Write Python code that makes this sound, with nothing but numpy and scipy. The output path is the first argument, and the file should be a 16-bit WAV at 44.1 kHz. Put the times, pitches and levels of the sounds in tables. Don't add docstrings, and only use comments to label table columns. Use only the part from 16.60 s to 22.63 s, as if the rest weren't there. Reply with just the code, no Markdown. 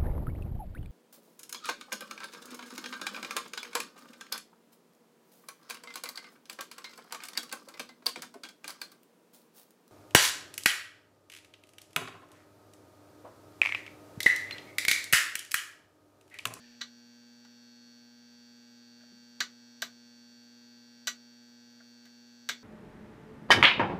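import sys
import numpy as np
from scipy import signal
from scipy.fft import rfft, irfft
from scipy.io import wavfile
from scipy.ndimage import uniform_filter1d

SR = 44100
rng = np.random.default_rng(int(sys.argv[2]) if len(sys.argv) > 2 else 0)


def materialize(psi):
    bounded = np.clip(np.atleast_2d(psi).T, -1, 1)
    quanta = np.round(bounded * 32767).astype(np.int16)
    wavfile.write(sys.argv[1], SR, quanta)


N = 265967

# frequency in Hz, relative density in dB per Hz.
HISS_COLOUR = [(25, -9), (70, -12), (130, 3.5), (220, 8.5), (400, 2.5), (900, -2), (1600, -2.5), (3000, -4),
               (4600, -4.5), (6300, 1), (8000, -13), (10000, -16), (12500, -12), (15000, -8)]
HISS_DB = -70.5

# multiple of the buzz rate, level in dB relative to HUM_DB.
BALLAST_PARTIALS = [(1, -20), (2, 0), (3, -23), (4, -18), (5, -22), (6, -29), (7, -22), (8, -32), (9, -35),
                    (10, -32), (11, -27), (12, -24), (13, -16), (14, -20), (15, -26), (16, -23), (17, -33),
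                    (18, -32), (19, -24), (20, -34), (21, -28), (22, -24), (23, -24), (24, -31), (25, -32),
                    (26, -32), (27, -24), (28, -22), (29, -22), (30, -28), (31, -21), (32, -32), (33, -29),
                    (34, -23), (35, -32), (36, -25), (37, -9), (38, -11), (39, -17), (40, -20), (41, -29),
                    (42, -27), (43, -22), (44, -26), (45, -29), (46, -31), (47, -14), (48, -23), (49, -28),
                    (50, -30), (51, -23), (52, -22), (53, -23), (54, -32), (55, -38), (56, -34), (57, -28),
                    (58, -35), (59, -32), (60, -38), (61, -36), (62, -33), (63, -35), (64, -31), (65, -30),
                    (66, -39), (67, -42), (68, -40), (69, -38), (70, -42), (71, -45), (72, -47), (73, -43),
                    (74, -46), (75, -44), (76, -41)]
BUZZ_HZ, HUM_DB = 119.986, -58.5
# middle in seconds, half length (to 1/e) in seconds, change in dB.
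HAND_MOVES = [(0.72, 0.25, -1.5), (1.55, 0.14, -2), (2.8, 1.6, 0.56)]
HIGH_BUZZ_DB, WAVER_DB = 1.06, 1

# frequency in Hz, t60 in seconds.
ROOM_DECAY = [(200, 0.37), (700, 0.19), (1500, 0.19), (4000, 0.17), (8000, .15), (14000, .13)]

# frequency in Hz, relative density in dB per Hz.
SCRAPE_COLOUR = [(300, -9), (800, -4), (1300, -18), (1600, 2), (1800, 9.5), (2050, -11), (2400, 3),
                 (3300, -2.5), (5000, -12), (9000, -34)]
# start in seconds, length in seconds, level in dB before grain.
STROKES = [(0.0, 0.12, -65.5), (0.848, 0.06, -77), (2.397, 0.037, -73)]
STROKE_ATTACK_S, STROKE_RELEASE_DB_PER_S = 0.0053, 130

# frequency in Hz, level in dB, t60 in seconds.
BENCH_MODES = [(208, -54, 0.2), (360, -47.5, 0.032)]
BUMP_S = 2.519

# start in seconds, level in dB, pitch factor,
# extra level of the lowest resonance in dB.
KNOCKS = [(0.2150, -42.5, 1.0, -12), (0.8510, -62, 1, -5), (2.4060, -62.5, 1.02, 7),
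          (2.4320, -67, 0.94, 20.5), (2.8062, -29, 1.07, -4.5), (3.2228, -31, 1.01, 2.5),
          (4.4755, -34.5, 0.99, 4), (5.1985, -59, 1.1, 2), (5.2030, -55.5, 0.97, 8), (5.4590, -60, 1.04, 5),
          (5.8902, -29.5, 1.02, -10)]
# frequency in Hz, relative level in dB, t60 in seconds.
CLAMP_MODES = [(660, -14, 0.044), (1186, -15.5, 0.095), (1474, 0.5, 0.036), (1589, -0.5, 0.036),
               (1900, -5.5, 0.0092)]

# start in seconds,
# level in dB, treble above 9 kHz in dB, body below 1 kHz in dB, ring in dB, favoured band in Hz, its lift in dB.
SNAPS = [(0.2090, -45, -14, 7, 7, 3920, 3), (0.2133, -31.5, -10, -2, -1, 4100, 8),
         (0.848, -56.5, -4, 14, 1, 870, 14), (2.8040, -24, -4, 1.5, 2.5, 4400, 2),
         (3.22, -28, 2.5, 5.5, 0, 14500, 3), (4.4709, -27, 1, 1, 6, 7300, 5),
         (4.4796, -30.5, 5.5, -11, -3.5, 6100, 7.5), (5.4541, -55, 6, 5, -2, 1900, 5),
         (5.889, -26.5, 1, -3, -4, 3470, 3.5), (5.8947, -29, -3, 10.5, -1.5, 2200, 10.5),
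         (5.9145, -39, -8, -1, -9, 3450, 19)]
# frequency in Hz, relative density in dB per Hz.
SNAP_COLOUR = [(50, -48), (150, -16), (450, -14), (850, -11), (1500, 0), (2600, -3.5), (3900, 3.5),
               (5100, -3.5), (6000, -1), (7800, -4), (9700, -19), (12200, -20.5), (14500, -16.5)]
# frequency in Hz, half width (to 1/e) in Hz, lift in dB.
TIP_LIFTS = [(10900, 520, 1.5), (12260, 500, 6), (14100, 480, 3)]
# frequency in Hz, relative level in dB, t60 in seconds.
STEEL_MODES = [(1179, -13, .16), (1480, -4, .15), (1600, -12, .12), (1712, -14, .13), (1937, -4, .13),
               (2110, -16, .12), (2250, -16, .16), (2480, -15, .11), (2931, -11, .12), (2979, -7, .12),
               (3500, -14, .12), (3603, -14, .14), (3879, -8, .12), (3977, -7, .13), (4215, -10, .1),
               (4380, -11, .12), (4626, -10, .15), (4802, -15, .13), (5141, -17, .11), (5520, -15, .1),
               (5762, -10, .12), (5930, -11, .1), (6013, -7, .13), (6250, -17, .14), (7386, -15, .09),
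               (7700, -18, .1)]
HARD_T60_S, HARD_DB = 0.034, 3.5

EDGE_HZ = 15330


def gain_of(db):
    return 10 ** (np.asarray(db) / 20)


def evened(x):
    return x / np.sqrt(np.mean(x ** 2) + 1e-20)


def read(points, hz):
    f, value = np.transpose(points)
    return np.interp(np.log(hz + 1), np.log(f + 1), value)


def add(mix, start_s, sound):
    part = mix[max(round(start_s * SR), 0):][:len(sound)]
    part += sound[:len(part)]


def fade(t, t60_s):
    return np.exp(-np.log(1000) * t / t60_s)


def hump(x, centre, width):
    return np.exp(-((x - centre) / width) ** 2)


def mode(t, hz, t60_s):
    return fade(t, t60_s) * np.sin(2 * np.pi * (hz * t + rng.random()))


def noise(colour):
    spectrum = rfft(rng.standard_normal(N))
    gain = gain_of(read(colour, np.fft.rfftfreq(N, 1 / SR)))
    return evened(irfft(spectrum * gain, N))


def causal(db):
    log_gain = np.log(gain_of(np.concatenate([db, db[-2:0:-1]])))
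    pulse = np.fft.ifft(np.exp(np.conj(signal.hilbert(log_gain)))).real
    return pulse / np.linalg.norm(pulse)


def rattle(envelope, passes=4):
    burst = envelope * rng.standard_normal(len(envelope))
    for _ in range(passes):
        burst = irfft(np.exp(1j * np.angle(rfft(burst))), len(envelope))
        power = abs(uniform_filter1d(burst ** 2, size=96))
        burst *= envelope / np.sqrt(power + 1e-14)
    return burst


def hiss():
    return gain_of(HISS_DB) * noise(HISS_COLOUR)


def ballast(rattle_t60_s=0.048, waver_sines=12):
    t, slow_t = np.arange(N) / SR, np.linspace(0, N / SR, num=128)
    cycle_t = np.arange(round(SR / BUZZ_HZ)) / SR
    phase = np.angle(rfft(rng.standard_normal(len(cycle_t)) * fade(cycle_t, rattle_t60_s)))
    shade_db = HIGH_BUZZ_DB + sum(db * hump(slow_t, s, half_s) for s, half_s, db in HAND_MOVES)
    buzz = np.zeros(N)
    for multiple, db in BALLAST_PARTIALS:
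        k = round(multiple)
        waver = evened(sum(np.sin(2 * np.pi * (f * slow_t + rng.random())) / np.sqrt(f)
                           for f in np.geomspace(0.4, 4, waver_sines)))
        shortness = np.clip((k * BUZZ_HZ - 1000) / 3500, 0, 1)
        level = gain_of(HUM_DB + db + shortness * (shade_db + WAVER_DB * waver))
        buzz += np.interp(t, slow_t, level) * np.cos(2 * np.pi * k * BUZZ_HZ * t + phase[k])
    return np.sqrt(2) * buzz


def workshop(x, first_s=0.0067):
    hz, t, grid = signal.stft(rng.standard_normal(SR // 3), SR, nperseg=256)
    decay = fade(t, read(ROOM_DECAY, hz)[:, None])
    tail = signal.istft(grid * decay, SR, nperseg=256)[1]
    tail *= np.clip(np.arange(len(tail)) / SR / first_s - 1, 0, 1)
    return signal.fftconvolve(x, tail / np.linalg.norm(tail))[:N]


def scrape(grain_db=2, grain_samples=130):
    t, pressure = np.arange(N) / SR, np.zeros(N)
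    for start_s, length_s, level_db in STROKES:
        attack = np.clip((t - start_s) / STROKE_ATTACK_S, 0, 1)
        release_db = STROKE_RELEASE_DB_PER_S * np.maximum(t - start_s - length_s, 0)
        pressure += attack * gain_of(level_db - release_db)
    grain = evened(uniform_filter1d(rng.standard_normal(N), size=grain_samples))
    return noise(SCRAPE_COLOUR) * pressure * gain_of(grain_db * grain)


def bump(rise_s=0.005):
    t = np.arange(SR // 3) / SR
    thud = sum(gain_of(db) * mode(t, f, t60_s) for f, db, t60_s in BENCH_MODES)
    return (1 - np.exp(-t / rise_s)) * thud


def knock(level_db, pitch, depth_db, push_s=0.0059):
    t = np.arange(SR // 6) / SR
    push = np.sin(np.pi * np.minimum(t / push_s, 1))
    sound = np.zeros(len(t))
    for k, (f, db, t60_s) in enumerate(CLAMP_MODES):
        envelope = signal.fftconvolve(push, fade(t, t60_s))[:len(t)]
        gain = gain_of(db + depth_db * (k == 0))
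        tone = np.sin(2 * np.pi * (f * pitch * t + rng.random()))
        sound += gain * envelope / envelope.max() * tone
    return gain_of(level_db) * sound


def snap(level_db, treble_db, body_db, ring_db, band_hz, band_db,
         rise_s=0.00048, t60_s=0.057, steel_db=-9, band_width=0.14, size=8192):
    t, hz = np.arange(size) / SR, np.fft.rfftfreq(size, 1 / SR)
    attack = 1 - np.exp(-t / rise_s)
    touch_db = band_db * hump(hz, band_hz, band_width * band_hz)
    colour_db = read(SNAP_COLOUR, hz) + touch_db
    colour_db += sum(db * hump(hz, f, width) for f, width, db in TIP_LIFTS)
    colour_db += treble_db / (1 + (9000 / (hz + 1)) ** 10)
    colour_db += body_db / (1 + (hz / 1000) ** 2)
    hard = 1 / (1 + (8500 / (hz + 1)) ** 10)
    first = gain_of(HARD_DB) * rfft(rattle(attack * fade(t, HARD_T60_S)))
    later = rfft(rattle(attack * fade(t, t60_s)))
    contacts = hard * first + (1 - hard) * later
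    chatter = irfft(contacts * rfft(causal(colour_db)))
    ring = sum(gain_of(db + np.interp(f, hz, touch_db)) * mode(t, f, life_s) for f, db, life_s in STEEL_MODES)
    return gain_of(level_db) * chatter, gain_of(level_db + ring_db + steel_db) * attack * ring


def scene():
    snaps, rings, knocks = np.zeros((3, N))
    for start_s, *blow in SNAPS:
        chatter, ring = snap(*blow)
        add(snaps, start_s, chatter)
        add(rings, start_s, ring)
    for start_s, *blow in KNOCKS:
        add(knocks, start_s, knock(*blow))
    add(knocks, BUMP_S, bump())
    room = workshop(gain_of(-9) * snaps + gain_of(-20) * knocks)
    background = hiss() + ballast()
    return (background + room + scrape() + knocks + rings + snaps)[None]


def record(dry):
    edge = signal.firwin(701, EDGE_HZ, window=("kaiser", 8), fs=SR)
    return signal.oaconvolve(dry, edge[None], "same")


dry = scene()
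out = record(dry)
materialize(out)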